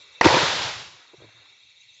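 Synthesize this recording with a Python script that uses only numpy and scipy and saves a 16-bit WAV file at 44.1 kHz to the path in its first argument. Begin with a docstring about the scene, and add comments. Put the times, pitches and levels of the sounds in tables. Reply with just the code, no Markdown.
"""Bursting bottle in a back yard

An arrow strikes a pumped-up plastic bottle of powder on a foam block; it cracks, then bursts.
Bottle, foam and fallen pieces are sums of decaying modes; the freed air is one swing of sagging pitch.
The rush of air and the long echo of trees and corn are noise shaped in time and frequency.
Crickets chirr throughout: two near tones with pulsed envelopes before a chorus of narrow noise bands.
"""
import sys
import numpy as np
from scipy import signal
from scipy.io import wavfile
from scipy.ndimage import uniform_filter1d

SR = 44100
rng = np.random.default_rng(int(sys.argv[2]) if len(sys.argv) > 2 else 0)


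def to_wav(sig):
    """Store sig (one row per channel, or 1-D mono) as 16-bit WAV at the path in sys.argv[1].

    Samples outside -1..1 are clipped; the rate is SR.
    """
    pcm = np.clip(np.atleast_2d(sig), -1, 1) * 32767
    pcm = np.round(pcm).astype(np.int16)
    wavfile.write(sys.argv[1], SR, pcm.T)  # frames by channels


def boost_factor(decibels):
    """Convert a level in decibels to a linear amplitude factor."""
    exponent = np.asarray(decibels, float) / 20
    return 10 ** exponent


N = 88200
TIME = np.arange(N) / SR


def evened(x):
    """Normalization: scales a signal to unit rms."""
    return x / np.sqrt(np.mean(x ** 2) + 1e-20)


def curve(points, t):
    """Piecewise-linear interpolation: reads a level contour at the times t."""
    return np.interp(t, *np.transpose(points))


NEAR_S, FAR_S = 0.33, 0.87  # a drifting colour moves from the first to the second between these times


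def hiss(hue, later_hue=None, patchy_db=1.0, flicker_db=0.0, size=512):
    """Short-time spectral synthesis: random spectra of one colour, or drifting to a second, in patches."""
    hop = size // 4
    frames, hz = N // hop + 5, np.fft.rfftfreq(size, 1 / SR)
    real, imag, patches = rng.standard_normal((frames, len(hz), 3)).T  # each is (frequency, frame)
    patches = uniform_filter1d(patches, size // 64, 0)
    patches = evened(uniform_filter1d(patches, 4096 // size, 1))
    flicker = evened(uniform_filter1d(rng.standard_normal(frames), 3))

    def spectrum_db(points):
        point_hz, point_db = np.transpose(points)
        return np.interp(np.log(hz + 1), np.log(point_hz), point_db)[:, None]

    early, late = spectrum_db(hue), spectrum_db(later_hue or hue)
    share = np.clip((np.arange(frames) * hop / SR - NEAR_S) / (FAR_S - NEAR_S), 0, 1)
    gain = boost_factor(early + (late - early) * share)
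    gain = gain / np.sqrt(np.mean(gain ** 2, 0))  # equal power in every frame
    spectra = (real + 1j * imag) * gain * boost_factor(patchy_db * patches + flicker_db * flicker)
    return evened(signal.istft(spectra, nperseg=size, noverlap=size - hop)[1][:N])


def decaying_mode(hz, db, t60, t):
    """Damped oscillation: a sine that loses 60 dB in t60 seconds."""
    return boost_factor(db - 60 * t / t60) * np.sin(2 * np.pi * hz * t)


def strike(events, modes_of, rise_s):
    """Modal superposition: each event (time, strength, ..) rings its modes after a linear rise."""
    out, t = np.zeros(N + SR), np.arange(SR // 4) / SR
    for event in events:
        ring = sum(decaying_mode(hz, db, t60, t) for hz, db, t60 in modes_of(event))
        start = round(event[0] * SR)
        out[start:start + len(t)] += boost_factor(event[1]) * np.minimum(t / rise_s, 1) * ring
    return out[:N]


def favoured(modes, centre_hz):
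    """Selective excitation: modes speak less, the more octaves they lie from the favoured pitch."""
    loss_db_per_octave = 7.5
    return [(hz, db - loss_db_per_octave * abs(np.log2(hz / centre_hz)), t60) for hz, db, t60 in modes]


# colour of the air, with a low far drone: (frequency [Hz], relative level [dB])
AIR_HUE = [(30, -8), (70, 7), (115, 9), (180, -5), (400, -4.5), (1000, -11), (1700, -11), (3000, -5.5),
           (4800, 4), (6700, 7.5), (7500, 1.5), (9000, -42.5)]


def air():
    """Stationary ambient noise: the air of the yard as a steady coloured hiss."""
    return boost_factor(-62) * hiss(AIR_HUE, patchy_db=3.4, size=2048)


# colour of a soft rustle: (frequency [Hz], relative level [dB])
RUSTLE_HUE = [(150, -51), (250, -20), (496, 6), (646, -7.5), (953, 1), (1430, -0.5), (1800, -6), (2340, 2),
              (3960, -120)]


def rustle():
    """Gated noise: a soft rustle from the start that stops at 0.38 s."""
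    return boost_factor(-60.5) * hiss(RUSTLE_HUE, patchy_db=1.0) * (TIME < 0.38)


# bands of far insects: (centre [Hz], bandwidth [Hz], level [dB])
INSECT_BANDS = [(1990, 150, -68), (2300, 260, -60.5), (2666, 260, -61), (3370, 250, -61.5), (3636, 74, -65),
                (3800, 460, -58), (3830, 74, -62), (4235, 300, -62.5)]


def chorus():
    """Incoherent superposition: many far insects blur into throbbing resonant noise bands."""
    out = np.zeros(N)
    for hz, width, db in INSECT_BANDS:
        radius = np.exp(-np.pi * width / SR)
        noise = [1, 1j] @ rng.standard_normal((2, N))
        noise = signal.lfilter([1], [1, -2 * radius, radius * radius], noise)
        band = evened((noise * np.exp(2j * np.pi * hz * TIME)).real)  # shifted up to its centre
        throb = uniform_filter1d(rng.standard_normal(N), 900)
        throb = evened(uniform_filter1d(throb, 900))
        out += boost_factor(db + 2.2 * throb) * band
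    return out


# near singers: (centre of first chirp [s], period [s], mean pitch [Hz], chirp length [s], mean level [dB])
NEAR_CRICKETS = [(.020, .0719, 3865, .026, -50), (.025, .1343, 3645, .045, -51)]


def crickets():
    """Amplitude modulation: two near singers pulse nearly pure tones, each at its own steady rate."""
    out = np.zeros(N)
    for first, period, hz, length, db in NEAR_CRICKETS:
        since = TIME - first + period / 2
        count = (since // period).astype(int) + 1
        strength = boost_factor(db + 1.6 * rng.standard_normal(count.max() + 1))[count]  # differs per chirp
        u = np.clip((since % period - period / 2) / length, -0.5, 0.5)
        waver_hz = 12 * evened(uniform_filter1d(rng.standard_normal(N), 1500))
        tone = np.sin(2 * np.pi * np.cumsum(hz + waver_hz) / SR)
        out += strength * np.cos(np.pi * u) ** 2 * tone
    return out


# pieces landing on the grass: (time [s], strength [dB], softness [0-1])
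LANDINGS = [(1.134, -39.5, .1), (1.140, -42, 0), (1.180, -43.5, 1), (1.203, -42.5, 0.17),
            (1.215, -37, 0.45), (1.221, -42, 0), (1.234, -42, 0.3), (1.242, -36, 0.33), (1.252, -59, 0.4),
            (1.262, -43, 0.67), (1.28, -47.5, 1), (1.345, -51, 0.7), (1.37, -58, 1), (1.395, -54, 1)]
# plastic modes before random detuning: (frequency [Hz], level [dB], decay T60 [s])
PIECE_MODES = [(366, 1, 0.054), (447, 1, 0.046), (586, 1.5, 0.033), (760, -11, 0.027), (940, -8, 0.048)]


def pieces():
    """Impact excitation: hard landings ring the plastic, soft ones only push the turf."""
    turf_hz, turf_t60_s = 116.6, 0.17  # pitch before random detuning

    def modes(landing):
        softness = landing[2]
        hard_db, soft_db = 20 * np.log10(np.clip([1 - softness, softness], 0.01, 1))
        plastic = [(hz * rng.uniform(0.886, 1.08), db + hard_db, t60) for hz, db, t60 in PIECE_MODES]
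        return plastic + [(turf_hz * rng.uniform(0.79, 1.143), soft_db, turf_t60_s)]

    return strike(LANDINGS, modes, rise_s=0.0024)


# faint echo of a far tree line: (frequency [Hz], relative level [dB])
HORIZON_HUE = [(150, -43.5), (300, -17.5), (700, -16), (1400, -12.5), (2200, -15.5), (2900, -44)]
# its course: (time [s], level [dB])
HORIZON_COURSE = [(.8, -52.5), (1.1, -58), (1.4, -56), (1.55, -65), (1.8, -77)]


def horizon():
    """Distant reflection: a far tree line returns a late, faint noise."""
    return boost_factor(curve(HORIZON_COURSE, TIME)) * hiss(HORIZON_HUE, patchy_db=2.5, size=1024)


# echo of trees and corn, its course: (time [s], level [dB])
ECHO_COURSE = [(.235, -46), (.27, -17.5), (.40, -14.5), (.47, -17.5), (.56, -20.5), (.64, -22),
               (.70, -26.5), (.74, -30), (.80, -33.5), (.92, -45), (1.05, -54.5), (1.2, -74.5)]
# its early colour: (frequency [Hz], relative level [dB])
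NEAR_HUE = [(40, -41.5), (200, -23), (500, -12.5), (950, -11.5), (1800, -13.5), (2900, -18), (3600, -12),
            (5500, -23.5), (7500, -29), (9000, -56)]
# its later colour, from farther off: (frequency [Hz], relative level [dB])
FAR_HUE = [(40, -41.5), (200, -14.5), (500, -9), (950, -3.5), (1800, -5), (2900, -1.5), (4100, -3),
           (5500, -5.5), (7500, -13), (9000, -56)]


def echo():
    """Diffuse scattering: trees and corn return a long hiss whose colour drifts from near to far."""
    noise = hiss(NEAR_HUE, FAR_HUE, patchy_db=0.5, flicker_db=0.4, size=1024)
    return boost_factor(curve(ECHO_COURSE, TIME)) * noise


# low roll of the bang: (frequency [Hz], relative level [dB])
BOOM_HUE = [(30, -23), (70, -3.5), (110, 3.5), (170, -3.5), (230, -25.5), (400, -31.5)]
# its course: (time [s], level [dB])
BOOM_COURSE = [(.24, -57), (.28, -27.5), (.44, -40), (.5, -41), (.65, -41.5), (.8, -47), (.95, -60),
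               (1.1, -78), (1.3, -83)]


def boom():
    """Low-frequency reverberation: the roll of the bang as patchy bass noise."""
    return boost_factor(curve(BOOM_COURSE, TIME)) * hiss(BOOM_HUE, patchy_db=3.5, size=2048)


# modes of rattling plastic scraps: (frequency [Hz], level [dB], decay T60 [s])
SCRAP_MODES = [(356, -0.5, 0.01), (520, -1, .04), (677.6, -6, 0.01), (850, -4, 0.062), (950, 0, .035),
               (1216, -9, 0.01), (1590, -8, .015), (2160, -7.5, .015)]


def crackle():
    """Poisson-like impulses: random ticks of scraps, each ringing one randomly chosen mode."""
    rate_per_s, spread_db = 900, 3
    t, which = np.arange(2000) / SR, rng.integers(0, len(SCRAP_MODES), N)
    heights = boost_factor(spread_db * np.minimum(rng.exponential(1, N), 3))
    ticks = heights * (rng.random(N) < rate_per_s / SR)
    out = np.zeros(N)
    for k, (hz, db, t60) in enumerate(SCRAP_MODES):
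        out += signal.oaconvolve(ticks * (which == k), decaying_mode(hz, db, t60, t))[:N]
    return evened(out)


# near rush of air and powder, its course: (time [s], level [dB])
RUSH_COURSE = [(.2095, -53), (.2115, -14.5), (.217, -21.5), (.224, -26), (.2415, -19.5), (.2445, -16.5),
               (.258, -7.5), (.272, -11), (.285, -17.5), (.31, -16), (.38, -21), (.44, -42), (.55, -77)]
# its colour: (frequency [Hz], relative level [dB])
RUSH_COLOUR = [(40, -50), (200, -39), (450, -11.5), (900, -8), (1600, -11.5), (2600, -14.5), (3600, -19),
               (5500, -20.5), (7600, -33.5), (9000, -61.5)]


def rush():
    """Turbulent jet noise: air and powder rush out, with the scraps rattling 3 dB below the hiss."""
    jet = hiss(RUSH_COLOUR, patchy_db=3, size=256)
    return boost_factor(curve(RUSH_COURSE, TIME)) * (jet + boost_factor(-3) * crackle())


def blast():
    """Causality: the rush and all its returns are silent until the rush begins."""
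    return (rush() + echo() + boom() + horizon()) * (TIME > RUSH_COURSE[0][0])


# foam thumped by the blast, then single returns from the shed and trunks:
# (time [s], strength [dB], favoured pitch [Hz])
FOAM_THUMPS = [(.2465, -17, 700), (.2515, -9, 899), (.2582, -5.5, 350), (.2612, -1.5, 350),
               (.2640, -16, 300), (.306, -8.5, 900), (.330, -32.5, 450), (.343, -7, 520), (.368, -9.5, 520),
               (.374, -20, 520), (.399, -20, 940), (.415, -16.5, 940), (.428, -12, 150)]
# dull foam modes: (frequency [Hz], level [dB], decay T60 [s])
FOAM_MODES = [(150, -3.5, .07), (350, 8, 0.0252), (520, -1, .05), (684, -5.5, 0.038), (940, 3, 0.037)]


def block():
    """Damped resonance: low modes of the foam, with inverted polarity."""
    return -strike(FOAM_THUMPS, lambda thump: favoured(FOAM_MODES, thump[2]), rise_s=0.0011)


def pop():
    """Gas expansion: one swell of freed air that swings ever slower as the cloud grows."""
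    start_s, peak_after_s, level_db = 0.247, 0.013, -10.5
    from_hz, to_hz, sag_s = 433, 69.4, 0.0093
    t = np.maximum(TIME - start_s, 0)
    hz = to_hz + (from_hz - to_hz) * np.exp(-t / sag_s)
    u = t / peak_after_s
    swell = u ** 2 * np.exp(2 - 2 * u)
    return boost_factor(level_db) * swell * np.sin(2 * np.pi * np.cumsum(hz * (t > 0)) / SR)


def snap():
    """Pressure release: the wall tears open in one sharp pulse with a weaker opposite tail."""
    start_s, width_s, scale_db = 0.2455, 0.0001, 4
    u = np.maximum(TIME - start_s, 0) / width_s
    return boost_factor(scale_db) * np.e * u * (1 - u / 3) * np.exp(-u)


# blows on the bottle: (time [s], strength [dB], favoured pitch [Hz])
BOTTLE_BLOWS = [(.2110, -4, 4400), (.2118, -0.5, 850), (.2133, -8, 1900), (.2144, -13.5, 1900),
                (.2154, -17.5, 1900), (.2335, -16.5, 1900), (.2436, -11, 865), (.2745, -10, 950),
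                (.2865, 1, 950)]
# short plastic modes: (frequency [Hz], level [dB], decay T60 [s])
BOTTLE_MODES = [(700, -7, 0.013), (950, -0.5, 0.013), (1566, -6.5, 0.0096), (1900, 5, 0.012),
                (2530, -9, .008), (3022, -4.5, 0.00774), (4400, -20.5, 0.0028), (5664, -10.5, 0.013)]


def bottle():
    """Shell vibration: each blow rings the plastic, most near its favoured pitch, with the bass removed."""
    ring = strike(BOTTLE_BLOWS, lambda blow: favoured(BOTTLE_MODES, blow[2]), rise_s=0.0003)
    return signal.sosfilt(signal.butter(2, 350, "high", fs=SR, output="sos"), ring)


def scene():
    """Linear superposition: background, returns and burst add into one channel."""
    background = air() + rustle() + chorus() + crickets()
    burst = pieces() + blast() + block() + pop() + snap() + bottle()
    return (background + burst)[None]


def top_cut(x):
    """Nothing passes above the cut-off."""
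    return signal.sosfilt(signal.butter(12, 8380, fs=SR, output="sos"), x)


def record(dry):
    """Dynamic compression: gain drops at the bang and creeps back, between bass cut and soft overload."""
    knee_db, squeeze, recover_db_per_s = -11.5, 0.47, 2  # recovery is that of the held power
    headroom, edge_hz = 1.05, 7750
    x = signal.sosfilt(signal.butter(3, 73.7, "high", fs=SR, output="sos"), dry)  # thin microphone bass
    power_db = 10 * np.log10(abs(uniform_filter1d(x[0] ** 2, 400)) + 1e-12)
    fall_db = TIME * recover_db_per_s
    held_db = np.maximum.accumulate(power_db + fall_db) - fall_db  # peak power, slowly released
    over_db = np.maximum(held_db - knee_db, 0)
    x = x / boost_factor(squeeze * over_db)
    x = headroom * np.tanh(x / headroom)
    band_limit = signal.firwin(767, edge_hz, window=("kaiser", 9), fs=SR)
    x = signal.oaconvolve(x, band_limit[None], "same")
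    return top_cut(x)


dry = scene()
out = record(dry)
to_wav(out)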